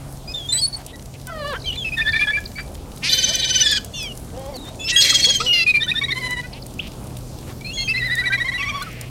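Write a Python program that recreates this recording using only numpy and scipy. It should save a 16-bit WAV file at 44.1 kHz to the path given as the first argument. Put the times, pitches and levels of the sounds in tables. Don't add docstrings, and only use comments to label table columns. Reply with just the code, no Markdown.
import sys
import numpy as np
from scipy import signal
from scipy.fft import rfft, irfft, next_fast_len
from scipy.io import wavfile
from scipy.ndimage import uniform_filter1d

SR = 44100
rng = np.random.default_rng(int(sys.argv[2]) if len(sys.argv) > 2 else 0)


def waveform_to_disk(signal):
    frames = np.transpose(np.atleast_2d(signal))
    scaled = np.clip(frames, -1, 1) * 32767
    samples = np.round(scaled).astype(np.int16)
    wavfile.write(sys.argv[1], SR, samples)


def natural_amplitude(level_db):
    exponent = np.asarray(level_db, float) / 20
    return 10 ** exponent


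N = 401301

# level in dB of partial 1, 2, 3..
PURE_PARTIALS = [6.5, -14, -41, -26.5, -46]
BRIGHT_PARTIALS = [6.5, -1, -26, -36, -30]
DOUBLED_PARTIALS = [4, 9.5, -12.5, -22, -18]


def walk(rate, size):
    hold = int(SR / rate)
    steps = np.repeat(rng.standard_normal(size // hold + 1), hold)
    return 1.534 * uniform_filter1d(steps, hold)[:size]


def ring(x, hz, width):
    return signal.lfilter(*signal.iirpeak(hz, hz / width, fs=SR), x)


def ring_twice(x, hz, width):
    return ring(ring(x, hz, width), hz, width)


def unit(x):
    return x / np.sqrt(np.mean(x ** 2))


def add(out, s, x):
    i = int(s * SR)
    out[i:i + len(x)] += x[:N - i]


def fade_ends(size, rise_s, fall_s):
    t = np.arange(size) / SR
    ramp = np.clip(np.minimum(t / rise_s, t[::-1] / fall_s), 0, 1)
    return np.sin(np.pi / 2 * ramp) ** 2


def curves(table):
    s, *columns = np.transpose(table)
    t = np.arange(s[0], s[-1], 1 / SR)
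    return s[0], [np.interp(t, s, c) for c in columns]


def stack(hz, partials_db, wobble=0.0073, flutter_db=5.0):
    size = len(hz)
    phase = 2 * np.pi * np.cumsum(hz * (1 + wobble * walk(300, size))) / SR
    out = 0
    for k, db in enumerate(partials_db, 1):
        level = np.sqrt(2) * natural_amplitude(db + flutter_db * walk(120, size))
        out = out + level * np.sin(k * phase) * (k * hz < .45 * SR)
    return out


def pulses(hz, scatter, size_db):
    cycles = np.cumsum(hz / SR)
    at = np.flatnonzero(np.diff(np.floor(cycles)))
    exact = at + 1 - (cycles[at + 1] % 1) * SR / hz[at]
    chance = rng.standard_normal((len(at), 2)).T
    place = np.clip(exact + chance[0] * (scatter * SR / hz)[at], 0, len(hz) - 2)
    out, size = np.zeros(len(hz)), natural_amplitude(size_db * chance[1])
    np.add.at(out, place.astype(int), size * (1 - place % 1))
    np.add.at(out, place.astype(int) + 1, size * (place % 1))
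    return out


def whistles():
    out, effort = np.zeros(N), np.zeros(N)
    for s, hz, shape, partials_db in phrases():
        halved = .045 * natural_amplitude(3 * walk(60, len(hz))) * np.sin(np.pi * np.cumsum(hz) / SR)
        hoarse = 1 + 0.1 * walk(1200, len(hz)) + halved
        wobble = 13 / max(hz.mean(), 2500)
        add(out, s, shape * hoarse * stack(hz, partials_db, wobble=wobble, flutter_db=1.2))
        add(effort, s, shape * natural_amplitude(max(partials_db) - 5.5))
    sum_band = signal.butter(2, [3800, 4800], "band", fs=SR, output="sos")
    out = out + natural_amplitude(-3) * signal.sosfilt(sum_band, out ** 2)
    air = rng.standard_normal(N) * natural_amplitude(3 * walk(90, N))
    low_hiss = natural_amplitude(-21) * unit(ring_twice(air, 3700., 3000.))
    high_hiss = natural_amplitude(-30) * unit(ring_twice(air, 10000., 4000.))
    return out + effort * (low_hiss + high_hiss)


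def phrases():
    for s, length, start, middle, end, db, partials_db in single_notes():
        u, hz = arch(length, start, middle, end)
        ends = fade_ends(len(u), min(.006, 0.31 * length), min(.015, 0.41 * length))
        shape = natural_amplitude(db) * (1 - 0.27 * u ** 2) * ends
        yield s, hz * (1 + .009 * walk(44.6, len(u))), shape, partials_db

    # time in seconds, pitch in Hz of the lead partial, its level in dB
    linked_wails = [
        [(7.935, 2069, -34), (7.951, 1967, -19.5), (7.975, 2115, -23), (7.995, 2070, -31), (8.023, 1887, -22.5),
         (8.049, 2020, -23.5), (8.067, 2036, -20.5), (8.085, 1856, -30), (8.095, 1830, -24)],
        [(8.095, 1802, -23), (8.125, 1985, -17.5), (8.139, 1980, -22), (8.159, 1830, -32), (8.171, 1795, -23.5),
         (8.195, 1977, -19), (8.207, 1979, -20), (8.217, 1915, -20.5), (8.235, 1879, -44)],
    ]
    linked_laughs = [
        [(1.965, 1810, -40), (1.981, 1850, -18.5), (1.991, 1737, -18.5), (2.011, 1815, -18.5),
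         (2.031, 1780, -47), (2.065, 1705, -19), (2.095, 1816, -18.5), (2.12, 1716, -38)],
        [(2.12, 1744, -33), (2.134, 1690, -25.5), (2.168, 1804, -17.5), (2.202, 1690, -42), (2.214, 1700, -17),
         (2.24, 1800, -41), (2.25, 1716, -21), (2.262, 1730, -46)],
    ]
    linked_doubled = [
        [(5.796, 1867, -50), (5.808, 1774, -31), (5.82, 1775, -26), (5.835, 1920, -23), (5.842, 1930, -42),
         (5.856, 1937, -43), (5.866, 1822, -55)],
        [(5.875, 1760, -40), (5.885, 1749, -27), (5.909, 1940, -25), (5.917, 1950, -50), (5.948, 1740, -52),
         (5.957, 1750, -31), (5.992, 1870, -25), (6.003, 1780, -52)],
    ]
    linked_mews = [
        [(6.145, 2120, -51), (6.161, 2030, -28), (6.179, 2035, -22), (6.201, 2232, -39), (6.223, 1981, -29.5),
         (6.271, 2040, -21.5), (6.285, 1973, -32)],
        [(6.285, 1931, -30.5), (6.335, 2030, -23), (6.357, 1905, -45), (6.371, 1938, -28), (6.399, 2000, -26),
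         (6.409, 1904, -34), (6.42, 1930, -56)],
    ]
    late_mew = [(8.575, 1260, -48), (8.585, 1085, -42), (8.613, 1130, -31), (8.635, 1175, -43),
                (8.671, 1090, -33), (8.695, 1218, -31.5), (8.72, 1091, -38)]
    late_moan = [(8.72, 1062, -38), (8.76, 1148, -26.5), (8.79, 1088, -34), (8.808, 1090, -30.5),
                 (8.818, 1177, -27), (8.83, 1188, -48)]
    screech_end = [(3.62, 1749, -30), (3.654, 1790, -29), (3.67, 1700, -20), (3.686, 1690, -31),
                   (3.714, 1795, -29), (3.729, 1670, -19), (3.745, 1650, -30), (3.768, 1700, -27),
                   (3.788, 1450, -30)]
    thin_whistles = [
        [(0.335, 3658, -43), (0.343, 3605, -26), (0.361, 3618, -28), (0.421, 3312, -35), (0.469, 3267, -37),
         (0.481, 3452, -55), (0.49, 3662, -28)],
        [(4.535, 4437, -51), (4.557, 4563, -35), (4.593, 3613, -45), (4.607, 3926, -43), (4.655, 3569, -43),
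         (4.687, 3730, -39), (4.72, 3846, -57)],
    ]
    # level in dB of partial 1, 2, 3..; the wails and mews have half lines
    wail_partials = [-40, 6, -24, -3, -20, -32, -36, -34, -29, -30, -32]
    mew_partials = [-4, 8, -3.5, -3, -17.5, -18, -18, -19.5, -18, -19, -20]
    late_mew_partials = [-2, 4.5, -8, -13, -11, -26, -25]
    late_moan_partials = [-0.5, -9, -8.5, -14, -18, -28]
    screech_end_partials = [0, 5, -2, -8, -16]
    groups = ((linked_wails, wail_partials, 2),
              (linked_laughs, BRIGHT_PARTIALS, 1),
              (linked_doubled, DOUBLED_PARTIALS, 1),
              (linked_mews, mew_partials, 2),
              ([late_mew], late_mew_partials, 1),
              ([late_moan], late_moan_partials, 1),
              ([screech_end], screech_end_partials, 1),
              (thin_whistles, PURE_PARTIALS, 1))
    for tables, partials_db, lead in groups:
        for table in tables:
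            s, columns = curves(table)
            hz, db = (uniform_filter1d(c, size=250, mode="nearest") for c in columns)
            shape = natural_amplitude(db - partials_db[lead - 1]) * fade_ends(len(hz), .004, .004)
            yield s, hz / lead, shape, partials_db


def single_notes():
    # start in seconds, length in seconds,
    # pitch in Hz at the middle of the note, level in dB
    pure_laugh = [(.571, 0.044, 3310, -37.5), (1.918, 0.047, 2540, -31), (2.013, 0.023, 2490, -26),
                  (2.129, 0.023, 2370, -23.5), (2.158, 0.014, 2400, -25), (2.19, 0.062, 2370, -22.5),
                  (2.329, 0.055, 2333, -25), (2.369, 0.028, 1697, -28.5), (5.224, 0.031, 4360, -19),
                  (5.284, 0.016, 4380, -22.5), (5.662, 0.063, 2510, -19.5), (5.737, 0.054, 2445, -20),
                  (5.913, 0.013, 2480, -23.5), (7.642, 0.075, 4230, -41), (7.876, .045, 2100, -40),
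                  (7.607, .022, 2320, -46), (7.874, 0.062, 2615, -26), (7.974, 0.026, 2610, -28),
                  (8.215, 0.048, 1570, -38.5), (8.235, 0.039, 2300, -32), (8.299, 0.065, 1596, -30),
                  (8.321, 0.031, 2370, -26.5), (8.622, 0.038, 2010, -31.5), (5.862, .025, 1520, -41),
                  (5.935, 0.028, 1450, -43), (5.668, 0.048, 4370, -37), (5.69, 0.032, 3880, -34),
                  (5.74, 0.043, 4300, -39), (2.31, 0.023, 2310, -38), (1.638, .03, 3950, -44),
                  (1.64, .05, 2390, -48), (7.785, .06, 4450, -37.5), (8.622, .02, 3210, -35),
                  (8.69, .02, 3300, -37.5), (8.82, 0.019, 4050, -39.5)]
    bright_laugh = [(.928, .04, 1960, -48), (1.554, .023, 1580, -35), (2.267, 0.053, 1714, -25),
                    (2.553, 0.076, 2340, -40)]
    doubled_laugh = [(.273, 0.062, 2473, -43), (6.032, 0.028, 1880, -30), (6.103, 0.026, 1876, -32)]
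    mews = [(6.011, 0.028, 1100, -28), (6.08, 0.028, 1082, -29), (8.373, 0.031, 1094, -32),
            (8.441, 0.05, 1065, -32), (8.513, 0.03, 1090, -32)]
    # level in dB of partial 1, 2, 3..
    short_mew_partials = [-8, 6, -6, -13, -18]
    for rows, climb, droop, partials in ((pure_laugh, 0.018, 0.03, PURE_PARTIALS),
                                         (bright_laugh, 0.018, 0.0565, BRIGHT_PARTIALS),
                                         (doubled_laugh, 0.03, 0.0074, DOUBLED_PARTIALS),
                                         (mews, 0.03, 0.00092, short_mew_partials)):
        for s, length, hz, db in rows:
            yield s, length, hz * (1 - climb - droop), hz, hz * (1 + climb - droop), db, partials

    # start in seconds, length in seconds, top pitch in Hz, level in dB
    wails = [(8.254, 0.044, 1967, -23), (8.317, 0.054, 1973, -25), (8.397, 0.04, 1943, -24.5),
             (8.479, 0.029, 1924, -26.5), (8.534, 0.046, 1982, -27.5)]
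    # level in dB of partial 1, 2, 3..
    wail_partials = [5, -3.5, -24, -29, -24]
    climb, droop, sag = .1, 1.2, .05
    for s, length, hz, db in wails:
        start = hz * (1 - (climb + droop) * length)
        end = hz * min(1 + (climb - droop) * length, 1 - sag)
        yield s, length, start, hz, end, db, wail_partials

    # start in seconds, length in seconds, pitch in Hz at start, at end, level in dB
    cries = [(3.935, 0.15, 2785, 2140, -42), (3.934, 0.2, 3520, 2700, -39.5),
             (3.935, .15, 6300, 5100, -46.5), (3.955, .105, 5650, 4500, -42), (3.93, .09, 4400, 4050, -52),
             (3.94, .09, 3150, 3050, -50), (3.96, .11, 8500, 7600, -56)]
    for s, length, start, end, db in cries:
        yield s, length, start, start + .24 * (end - start), end, db, PURE_PARTIALS

    pure_slides = [(.724, .04, 4500, 4480, -32), (.571, 0.053, 4490, 5200, -33),
                   (.674, 0.018, 10600, 10200, -33.5), (1.655, 0.064, 3160, 2860, -30),
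                   (1.77, 0.079, 3540, 3180, -34.5), (1.842, 0.063, 2656, 2500, -30.5),
                   (4.92, 0.055, 8900, 9600, -45), (5.352, .03, 6400, 6250, -28),
                   (4.96, .012, 3300, 3200, -22), (4.86, .17, 2643, 2830, -35),
                   (7.785, .07, 2750, 2700, -44), (4.79, 0.27, 2605, 2660, -42.5),
                   (5.02, .03, 4230, 4100, -23), (5.46, .19, 2940, 2650, -22),
                   (7.643, .1, 2314, 2850, -40.5), (7.88, 0.032, 4470, 5000, -34),
                   (8.575, 0.057, 2850, 2430, -34), (8.815, 0.0335, 1514, 1430, -38),
                   (8.862, 0.036, 1380, 1200, -41)]
    bright_slides = [(.485, 0.039, 3610, 3575, -29.5), (.519, 0.027, 4090, 4080, -22.5),
                     (.611, 0.062, 4410, 4480, -26), (4.795, 0.062, 3420, 3430, -39),
                     (4.915, 0.079, 1960, 1901, -30.5), (5.4, 0.027, 1176, 1420, -26.5),
                     (5.835, 0.02, 3080, 3070, -33.5), (6.116, 0.022, 2180, 1930, -25.5),
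                     (7.73, .155, 3340, 3220, -36)]
    doubled_slides = [(.519, 0.091, 3910, 4010, -32), (4.839, .09, 2607, 2645, -37.5),
                      (7.77, 0.073, 2170, 2133, -37.5)]
    quarter_rate = [
        (5.527, .118, 706, 664, -22.5),
    ]
    shriek = [
        (4.96, 0.066, 1602, 1668, -16.5),
    ]
    chirps = [(0.76, .02, 10200, 7400, -36), (6.056, .014, 2550, 1850, -30),
              (1.712, 0.014, 2900, 3600, -34), (6.79, 0.0188, 2170, 3550, -23),
              (5.122, .017, 1470, 1090, -25.5), (1.721, 0.018, 2850, 2900, -25),
              (1.758, .012, 2200, 2500, -36), (1.735, .014, 2800, 3500, -34), (1.755, .02, 4400, 4000, -36)]
    # start in seconds, level in dB
    tweets = [(1.597, -39), (1.616, -35), (1.66, -34), (1.674, -35), (2.072, -32), (2.089, -31),
              (2.12, -30.5), (2.454, -28.5), (5.81, -38), (6.145, -42), (6.208, -41), (6.529, -34.5),
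              (6.62, -36.5)]
    # level in dB of partial 1, 2, 3..
    quarter_partials = [-29, -38, -6.5, -28, -11, -2.5, -2.5, -28, -18, -24] + [-36] * 10
    shriek_partials = [-14.5, 5.5, -11, -2.5, -13, -26, -33, -32]
    small_birds = chirps + [(s, 0.0132, 5300, 3550, db) for s, db in tweets]
    for rows, partials in ((pure_slides, PURE_PARTIALS), (bright_slides, BRIGHT_PARTIALS),
                           (doubled_slides, DOUBLED_PARTIALS), (quarter_rate, quarter_partials),
                           (shriek, shriek_partials), (small_birds, [0])):
        for s, length, start, end, db in rows:
            yield s, length, start, (start + end) / 2, end, db, partials


def arch(length, start, middle, end):
    u = np.linspace(-1, 1, int(length * SR))
    return u, middle + (end - start) / 2 * u + ((start + end) / 2 - middle) * u ** 2


def throb(which, s, size):
    throb_hz = [18.7, 19.76]
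    peak_s = [3.457, 5.055]
    return np.cos(2 * np.pi * throb_hz[which] * (s - peak_s[which] + np.arange(size) / SR))


def held_tones():
    # time in seconds, pitch in Hz, level in dB
    held = [
        [(3.085, 3030, -27), (3.3, 3058, -27), (3.42, 3060, -34), (3.55, 3040, -22.5), (3.635, 2980, -22)],
        [(5.03, 3320, -25), (5.16, 3290, -21), (5.225, 3240, -33), (5.255, 3340, -20), (5.33, 3230, -21),
         (5.39, 3150, -25)],
    ]
    # level in dB of the half line, the tone, then further half steps
    held_partials = [
        [-21, 1, -20, -2, -27, -28],
        [-30, 1, -24, -10, -27, -28],
    ]
    out = np.zeros(N)
    for which, table in enumerate(held):
        s, (hz, db) = curves(table)
        pump = throb(which, s, len(hz))
        swell_db = [13, (3.5, 5.5)[which], 11, 11, 6, 6]
        hz = hz * (1 + .008 * throb(which, s + 1 / 80, len(hz)))
        tone = 0
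        for k, d in enumerate(held_partials[which]):
            tone = tone + natural_amplitude(swell_db[k] * pump) * stack((k + 1) * hz / 2, [d], flutter_db=1.8)
        add(out, s, natural_amplitude(db) * fade_ends(len(hz), 0.016, 0.0066) * tone)
    return out


def rasps():
    # time in seconds, level in dB, drop in dB while locked to the held tone
    rasp = [
        [(3.085, -12, 0), (3.11, -20, 0), (3.25, -23, 2), (3.4, -22, 5), (3.5, -21, 16), (3.55, -21, 10),
         (3.64, -22, 7), (3.76, -24, 2), (3.79, -24, 0)],
        [(4.995, -36, 0), (5.02, -15, 0), (5.12, -18.5, 3), (5.22, -19.5, 6), (5.3, -22, 8), (5.35, -25, 12),
         (5.385, -36, 0), (5.41, -26.5, 0), (5.5, -34.5, 0)],
    ]
    # pitch in Hz, level in dB
    side_tones = [
        [(1820, -7), (2420, -1.5), (3560, 2), (3930, 3), (4750, 3.5), (5500, -16), (6900, -10), (7900, -9.5),
         (9400, -23), (11300, -25)],
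        [(1950, -8), (2650, -8), (3300, 2.5), (4200, 5), (5100, -2.5), (5850, -1), (6600, -12), (7600, -6),
         (8400, -11.5)],
    ]
    # centre in Hz, width in Hz, level in dB
    bill = [(2300, 900, -17), (4300, 2300, -9), (9500, 900, -22), (11500, 1400, -22), (13500, 1500, -24.5)]
    slip_rate = [524, 559]
    slip_depth = [.8, .5]
    throb_db = [2.5, 3]
    breath_db = [2, 4]
    out = np.zeros(N)
    for which, table in enumerate(rasp):
        s, (db, drop_db) = curves(table)
        size = len(db)
        db = db - drop_db * ((1 + throb(which, s - .008, size)) / 2) ** 3
        fade_db = -8 * np.clip(np.arange(size) / SR / .2, 0, 1) ** 2
        pump = throb(which, s, size)
        slip_hz = np.full(size, slip_rate[which])
        slip = np.sin(2 * np.pi * np.cumsum(slip_hz * (1 + .01 * walk(20, size))) / SR)
        lift = 1 + .012 * pump
        voice = 0
        for f, d in side_tones[which]:
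            level = natural_amplitude(2.2 * walk(70, size) + fade_db * (f > 9000))
            level = level * (1 + slip_depth[which] * slip * (f > 2200))
            hz = f * lift * (1 + .012 * walk(30, size))
            voice = voice + level * stack(hz, [d], wobble=.012, flutter_db=2.5)
        voice = unit(voice)
        breath = unit(pulses(slip_hz, 0.08, 3)) + 0.8 * rng.standard_normal(size)
        for f, width, d in bill:
            level = natural_amplitude(d + breath_db[which] + 3 * walk(50, size) + fade_db * (f > 9000))
            voice = voice + level * unit(ring_twice(breath, f, width))
        voice = voice + natural_amplitude(-21) * slip
        add(out, s, natural_amplitude(db + throb_db[which] * pump) * fade_ends(size, 1 / 50, 1 / 50) * voice)
    return out


def croaks():
    # start in seconds, length in seconds, first click rate in Hz, throat pitch in Hz, level in dB
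    throat_calls = [(0.515, 0.075, 330, 2000, -39), (0.865, 0.06, 302, 3200, -45),
                    (1.265, 0.049, 498, 1380, -35), (1.523, 0.047, 278.3, 1420, -28),
                    (2.57, 0.043, 230, 1770, -31), (3.02, 0.077, 290, 2480, -24),
                    (3.028, 0.07, 299, 4660, -23), (3.263, 0.069, 263, 655, -35.5),
                    (4.871, 0.052, 314.6, 3170, -21), (4.884, .04, 320, 5500, -20),
                    (1.13, .04, 330, 2500, -46), (3.03, .06, 330, 9200, -38), (1.712, .06, 420, 3000, -38),
                    (2.13, .11, 440, 4200, -40), (5.258, 0.0614, 215, 434, -32),
                    (5.387, .11, 217.4, 430, -35.5), (6.424, 0.045, 475, 1850, -35.5),
                    (4.918, .05, 460, 8400, -32), (6.805, .085, 170, 2800, -40),
                    (6.515, 0.08, 270, 2700, -43), (8.559, 0.5, 295, 2150, -43),
                    (8.558, 0.54, 269, 2620, -46)]
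    out = np.zeros(N)
    for s, length, start, throat_hz, db in throat_calls:
        end = min(start + 6 / length, 510)
        clicks = pulses(np.linspace(start, end, int(length * SR)), .002 + .08 * length, .7)
        width = 0.35 * throat_hz
        voice = ring(ring(clicks, throat_hz, width), throat_hz, 1.9 * width)
        octave = ring(ring(clicks, 2.0 * throat_hz, width), 2.3 * throat_hz, 2 * width)
        soften = signal.butter(6, throat_hz + 2200, fs=SR, output="sos")
        voice = signal.sosfilt(soften, voice + natural_amplitude(-9) * octave)
        add(out, s, natural_amplitude(db) * fade_ends(len(clicks), .02, .014) * unit(voice))
    return out


def squawk_and_grunt():
    # time in seconds, pitch in Hz, level in dB
    squawk = [(1.295, 700, -32), (1.33, 650, -31.5), (1.4, 600, -29.5), (1.44, 565, -29),
              (1.49, 597, -28.5), (1.525, 547, -28.5), (1.548, 432, -29)]
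    grunt = [(4.33, 218, -35.5), (4.38, 263.6, -34.5), (4.47, 271.4, -34), (4.51, 295.4, -34.5),
             (4.57, 236, -34.5)]
    # level in dB of partial 1, 2, 3..
    squawk_partials = [1.5, 1.5, -2, -12.5, -4.5, -11.5, -6, -9, -24]
    grunt_partials = [-18, 2.5, -2, -13, -32, -23, -17, -18, -31, -37, -28, -15, -28]
    out = np.zeros(N)
    for table, partials in ((squawk, squawk_partials), (grunt, grunt_partials)):
        s, (hz, db) = curves(table)
        effort_db = db - db.max()
        dulled = [d + k * 0.95 * effort_db for k, d in enumerate(partials)]
        voice = unit(stack(hz, dulled, wobble=0.0054, flutter_db=2.5))
        add(out, s, natural_amplitude(db) * fade_ends(len(hz), 0.002, 1 / 200) * voice)
    return out


def ticks():
    # time in seconds, peak level in dB
    clear_ticks = [(0.864, -21), (1.27, -17.5), (3.3567, -14), (3.715, -14), (3.8464, -20.5), (4.0287, -22),
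                   (4.1746, -21), (4.462, -28), (4.5656, -26), (4.689, -31), (8.07, -31), (8.197, -31),
                   (4.153, -32), (4.197, -33), (4.247, -32), (6.308, -18.5), (6.665, -24), (7.0703, -26.5),
                   (7.1701, -23), (8.1534, -16.5), (8.8236, -22), (9.0118, -17.5)]
    foot_knocks = [(.995, -31), (1.14, -31), (2.44, -32), (2.517, -29), (2.678, -32), (2.752, -29),
                   (2.918, -30), (6.918, -29), (7.168, -29), (7.61, -30)]
    out, t = np.zeros(N), np.arange(int(SR / 50)) / SR
    faint = rng.random((260, 3)) * [N / SR, 11, 8000] + [0, -41, 2500]
    events = [(s, db, 8500.) for s, db in clear_ticks]
    events += [(s, db, 3300.) for s, db in foot_knocks]
    for s, db, hz in events + list(faint):
        crack = ring(rng.standard_normal(len(t)) * np.exp(-t / .0026), hz, .7 * hz)
        add(out, s, natural_amplitude(db) * crack / np.abs(crack).max())
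    return out


def flaps():
    # middle in seconds, level in dB
    wing_beats = [(.8, -42.5), (3.04, -40), (4.679, -41.5), (7.499, -39.5)]
    out, size = np.zeros(N), SR // 10
    for s, db in wing_beats:
        puff = unit(ring(rng.standard_normal(size), 470.0, 1500.)) * np.hanning(size)
        add(out, s - 1 / 20, natural_amplitude(db) * puff)
    return out


def echo_tail(t60_s, late_s):
    t = np.arange(SR // 2) / SR
    tail = rng.standard_normal(len(t)) * natural_amplitude(-60 * t / t60_s) * (t > late_s)
    return tail / np.sqrt(np.sum(tail ** 2))


def surf_and_wind():
    # frequency in Hz, level in dB per Hz
    shore_colour = [(12, -32), (20, -6.5), (43, 3.5), (130, -2.5), (172, -4.5), (388, -12), (513, -13),
                    (759, -15), (1810, -31), (4540, -29), (9140, -31), (14700, -37.5), (16000, -41)]
    # time in seconds, wind rumble in dB, far traffic in dB
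    gusts = [(0.0, -43.5, -46), (2.18, -40, -42.5), (5.58, -43.5, -40.5), (9.1, -43, -42.5)]
    size = next_fast_len(N, True)
    f = np.fft.rfftfreq(size, 1 / SR) + 1
    colour_hz, colour_db = np.transpose(shore_colour)
    colour = natural_amplitude(np.interp(np.log(f), np.log(colour_hz), colour_db)) * rfft(rng.standard_normal(size))
    gust_s, *gust_levels = np.transpose(gusts)
    t = np.arange(N) / SR
    wind_db, road_db = (np.interp(t, gust_s, c) - np.mean(c) for c in gust_levels)
    out, swell = 0, walk(1.53, N)
    for step in range(21):
        share = np.clip(1 - np.abs(2 * np.log2(f / 20) - step), 0, 1)
        band = irfft(colour * share, size)[:N]
        slow_db = wind_db if step < 5 else road_db if 6 <= step < 10 else 0
        out = out + band * natural_amplitude(.6 * swell + 1.6 * walk(12, N) + slow_db)
    return natural_amplitude(-35) * unit(out)


def engine_hum():
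    # time in seconds, pitch in Hz, level in dB
    engine = [
        (0.0, 136.6, -41),
        (4.599, 127.9, -44),
        (9.1, 121.3, -38.5),
    ]
    s, hz, db = np.transpose(engine)
    t = np.arange(N) / SR
    pitch = np.interp(t, s, hz) * (1 + .015 * walk(6, N))
    level = natural_amplitude(np.interp(t, s, db) + 2.3 * walk(7, N) - 0.5)
    return level * stack(pitch, [0, -14], flutter_db=0.5)


def scene():
    birds = whistles() + held_tones() + rasps() + croaks() + squawk_and_grunt() + ticks() + flaps()
    sea_wall = natural_amplitude(-20) * echo_tail(.32, 0.011)
    ground = natural_amplitude(-17) * echo_tail(.09, .004)
    echo = signal.fftconvolve(birds, sea_wall + ground)[:N]
    return (birds + echo + surf_and_wind() + engine_hum())[None]


def low_pass(x):
    return signal.sosfilt(signal.butter(12, 16820, fs=SR, output="sos"), x)


def record(dry):
    rounded = .9 * np.tanh(dry / .9)
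    top_cut = signal.ellip(8, .2, 70, 15900, fs=SR, output="sos")
    return low_pass(signal.sosfilt(top_cut, rounded))


dry = scene()
out = record(dry)
waveform_to_disk(out)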